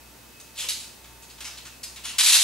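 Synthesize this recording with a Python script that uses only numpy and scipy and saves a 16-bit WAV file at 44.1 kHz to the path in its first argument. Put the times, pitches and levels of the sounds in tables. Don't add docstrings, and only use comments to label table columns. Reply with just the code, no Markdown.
import sys
import numpy as np
from scipy import signal
from scipy.fft import rfft, irfft
from scipy.io import wavfile

SR = 44100
rng = np.random.default_rng(int(sys.argv[2]) if len(sys.argv) > 2 else 0)


def generate_wav(signal):
    frames = np.transpose(np.atleast_2d(signal))
    scaled = np.clip(frames, -1, 1) * 32767
    pcm = np.round(scaled).astype(np.int16)
    wavfile.write(sys.argv[1], SR, pcm)


N = 107295

# pitch_hz, level_db
HISS_SPECTRUM = [(25, -32), (42, -18), (64, -15), (90, -8.5), (130, -12), (300, -7.5), (440, -11.5),
                 (880, -13.5), (2500, -17), (4450, -18), (9000, -19.5), (15800, -21.5)]
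# pitch_hz, likeness (-1 to 1)
HISS_LIKENESS = [(60, 0.54), (180, 0.52), (550, 0.48), (1650, 0.5), (4970, 0.36), (15000, 0.5)]
# pitch_hz, level_db (rms), waver_db
TONES = [(59.7, -58.5, 3), (119.8, -64, -1), (182, -76, 3), (232, -70.5, -3), (901, -65.5, 3.5),
         (2570, -64, 4), (15700, -74, 2.5)]
# pitch_hz, t60_s
ROOM_T60 = [(500, 0.44), (2000, 0.49), (5000, 0.58), (9000, 0.55), (14000, 0.27)]
# pitch_hz, likeness (-1 to 1)
ROOM_LIKENESS = [(500, 0.83), (2000, 0.64), (4000, 0.61), (7000, 0.4), (12000, -0.32)]
# start_s, peak_db, pitch_hz
TAPS = [(0.590, -44, 584), (0.644, -41, 510), (2.06, -43, 950), (2.345, -43, 975), (2.352, -38, 670)]
# start_s, swell_s, hold_s, level_db, tilt_db_per_octave, bass_db, peak_hz
SLIDES = [(0.397, 0.0025, 0.008, -44, 0.5, -14, 6300), (0.538, .025, 0.021, -43, -2, -5, 4230),
          (0.561, .026, 0.025, -31, -1.5, -7, 3320), (0.617, .003, 0.029, -35.5, 0.5, 7.5, 3030),
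          (0.682, 0.0054, 0.014, -24.5, 0.4, -8, 4200), (0.7, .003, 0.018, -40, 2, -6, 4300),
          (0.794, .004, 0.014, -44, 2.5, -6, 4500), (0.829, .004, 0.015, -47, -2, -6, 5000),
          (1.039, 0.0034, 0.012, -49, -2.5, 1, 3670), (1.219, 0.0033, 0.019, -49.5, 0.5, -3, 6530),
          (1.292, .004, 0.02, -47.5, -1.7, -4, 4540), (1.376, .004, .01, -48.5, -5.5, -2, 3300),
          (1.403, 0.0028, 0.021, -40, -0.5, 10, 3470), (1.435, 0.0092, 0.035, -38.5, -2, 5.5, 5630),
          (1.52, .004, .012, -48, -7, -6, 5000), (1.569, 0.0038, 0.012, -41, -4.5, -8, 4330),
          (1.649, 0.0033, 0.02, -42, -2.8, 4, 7150), (1.829, 0.0042, 0.0087, -34, 2, 4, 4750),
          (1.956, 0.0041, 0.02, -42, -3, 1, 3800), (2.02, 0.032, 0.0038, -34, 0, 7.5, 3230),
          (2.051, 0.0045, 0.049, -35, -2, -1.5, 3000), (2.131, .004, 0.013, -50, -9, 4.5, 2700),
          (2.182, 0.0016, 0.028, -17.5, -0.7, -5, 3860), (2.228, 0.0024, 0.024, -21, 1.2, 1.5, 4400),
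          (2.258, 0.0026, 0.042, -16.5, 0, -5.5, 3870), (2.319, 0.0021, 0.044, -17, 0, -3.5, 3980),
          (2.383, 0.0045, 0.049, -26, 2.5, -2, 3180)]
# start_s, level_db (before KNOCK_OFFSET_DB)
KNOCKS = [(0.6873, -12), (0.7054, -18), (1.4067, -30), (1.8372, -18), (1.9639, -35), (2.0537, -23),
          (2.1834, -8), (2.2634, -10), (2.2724, -3), (2.2884, 3), (2.3004, -5), (2.3294, -9), (2.3604, -4)]
# pitch_hz, level_db
CLACK_COLOUR = [(290, -61), (500, -38.5), (923, -12.5), (1730, -7), (2560, -1.5), (3380, -1.5),
                (4050, -1.5), (5820, -2), (10400, -1), (12000, -2.5), (14000, -1)]
# pitch_hz, width_hz, level_db
FRAME_MODES = [(2680, 450, -2.5), (3084, 450, -7.5), (3515, 59, -5.5), (3970, 450, -0.5), (4400, 65, -6),
               (6850, 280, 1.5), (8100, 300, -6)]

HISS_RMS_DB = -49
ROOM_DB, FIRST_ECHO_S = -1.5, .004
TURN_RATE_HZ = 3.0
PAN_DB, RIGHT_LAG_S = .4, 3.2e-5
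TAP_T60_S = .035
SETTLE_DB_PER_S = 900
CLACKS_PER_S, UNEVEN_DB = 3500, 2.5
KNOCK_OFFSET_DB = -5.5
CLACK_SHARPNESS = 6.5
PEAK_DB, PEAK_OCTAVES = 5.0, .14
BASS_HZ = 1520
FRAME_DB = -7
CUTOFF_HZ = 15740


def from_db(db):
    return 10 ** (np.asarray(db) / 20)


def rms_one(x):
    return x / np.sqrt(np.mean(x ** 2) + 1e-20)


def at_hz(points, hz):
    pitch_hz, value = np.array(points).T
    return np.interp(np.log(hz), np.log(pitch_hz), value)


def ring(clicks, hz, t60_s):
    radius = from_db(-60 / (t60_s * SR))
    angle = 2 * np.pi * hz / SR
    poles = [1, -2 * radius * np.cos(angle), radius * radius]
    return signal.lfilter([0, np.sin(angle)], poles, clicks + 1e-18)


def band_pass(x, order, low_hz, high_hz):
    sos = signal.butter(order, [low_hz, high_hz], "band", fs=SR, output="sos")
    return signal.sosfilt(sos, x)


def stereo_noise(size, likeness):
    hz = np.maximum(np.fft.rfftfreq(size, 1 / SR), 1)
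    mid, side = rfft(rng.standard_normal((2, size)))
    alike = np.clip(at_hz(likeness, hz), -1, 1)
    common = np.sqrt((1 + alike) / 2) * mid
    opposed = np.sqrt((1 - alike) / 2) * side * np.array([[1], [-1]])
    return hz, common + opposed


def hiss():
    hz, noise = stereo_noise(N, HISS_LIKENESS)
    shaped = irfft(noise * from_db(at_hz(HISS_SPECTRUM, hz)), N)
    return from_db(HISS_RMS_DB) * rms_one(shaped)


def hum_and_tones():
    t = np.arange(N) / SR
    out = np.zeros(N)
    for hz, db, waver_db in TONES:
        waver = np.interp(t, np.linspace(0, t[-1], 40), rng.standard_normal(40))
        level = np.sqrt(2) * from_db(db + waver_db * waver)
        out += level * np.sin(2 * np.pi * (hz * t + rng.random()))
    return out


def echoes():
    hz, noise = stereo_noise(SR, ROOM_LIKENESS)
    t = np.arange(SR) / SR
    tail = np.zeros((2, SR))
    for centre_hz in 250 * 2 ** np.arange(0, 7.0):
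        band = np.clip(1 - np.abs(np.log2(hz / centre_hz)), 0, 1)
        decay = from_db(-60 * t / at_hz(ROOM_T60, centre_hz))
        tail += irfft(noise * band, SR) * decay
    tail *= t > FIRST_ECHO_S
    return tail / np.sqrt(np.mean(np.sum(tail ** 2, axis=1)))


def room(x):
    aim = 2 * np.pi * TURN_RATE_HZ * np.arange(N) / SR
    wet = np.zeros((2, N))
    for share in (np.cos(aim), np.sin(aim)):
        wet += signal.fftconvolve((x * share)[None], echoes(), axes=1)[:, :N]
    lag = np.exp(-2j * np.pi * np.fft.rfftfreq(N, 1 / SR) * RIGHT_LAG_S)
    late = irfft(rfft(x) * lag, N)
    direct = np.array([x * from_db(PAN_DB), late * from_db(-PAN_DB)])
    return direct + from_db(ROOM_DB) * wet


def hand_taps():
    out = np.zeros(N)
    for start_s, db, hz in TAPS:
        click = np.zeros(N)
        click[int(start_s * SR)] = from_db(db)
        out += ring(click, hz, TAP_T60_S)
    return out


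def slide_motion():
    t = np.arange(N) / SR
    power, colour = np.full(N, 1e-14), np.zeros((3, N))
    for start_s, swell_s, hold_s, db, tilt, bass_db, peak_hz in SLIDES:
        since = t - start_s
        rise = np.clip(since / swell_s, 0, 1) ** 2
        settle_db = SETTLE_DB_PER_S * np.maximum(since - swell_s - hold_s, 0)
        shape = rise * from_db(db - settle_db)
        power += shape ** 2
        colour += np.outer([tilt, bass_db, np.log2(peak_hz)], shape ** 2)
    return power, colour / power


def bead_strikes(power, knock_at):
    size_db = UNEVEN_DB * np.minimum(rng.exponential(1, N), 3.0)
    sizes = from_db(size_db) * rng.choice([-1, 1], N)
    struck = rng.random(N) < CLACKS_PER_S / SR
    strikes = rms_one(sizes * struck) * np.sqrt(power)
    strikes[knock_at] = from_db(np.array(KNOCKS)[:, 1] + KNOCK_OFFSET_DB)
    return strikes


def bead_clacks(strikes, knock_at, colour):
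    tilt, bass_db, peak_octave = colour
    group, hit = rng.integers(0, 7, N), np.flatnonzero(strikes)
    half = 1 + .5 / CLACK_SHARPNESS
    out = np.zeros(N)
    for k, hz in enumerate(np.geomspace(600, 12500, 42)):
        own = np.union1d(hit[group[hit] == k % 7], knock_at)
        db = at_hz(CLACK_COLOUR, hz) + tilt[own] * np.log2(hz / 4000)
        db += bass_db[own] / (1 + (hz / BASS_HZ) ** 4)
        db += PEAK_DB * np.exp(-.5 * ((np.log2(hz) - peak_octave[own]) / PEAK_OCTAVES) ** 2)
        clicks = np.full(N, 1e-18)
        clicks[own] = strikes[own] * from_db(db)
        out += 3 * band_pass(clicks, 2, hz / half, hz * half)
    return out


def frame_ring(strikes):
    out = np.zeros(N)
    for hz, width_hz, db in FRAME_MODES:
        t60_s = np.log(1000) / (np.pi * width_hz)
        level = from_db(FRAME_DB + db) * np.sqrt(width_hz / 500) / 8
        out += level * ring(strikes * rng.standard_normal(N), hz, t60_s)
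    return out


def beads():
    power, colour = slide_motion()
    knock_at = (np.array(KNOCKS)[:, 0] * SR).astype(int)
    strikes = bead_strikes(power, knock_at)
    rattle = bead_clacks(strikes, knock_at, colour) + frame_ring(strikes)
    return band_pass(rattle, 5, 600, 12400)


def scene():
    return hiss() + hum_and_tones() + room(hand_taps() + beads())


def record(dry):
    sos = signal.ellip(12, .5, 70, CUTOFF_HZ, fs=SR, output="sos")
    return signal.sosfilt(sos, dry)


dry = scene()
out = record(dry)
generate_wav(out)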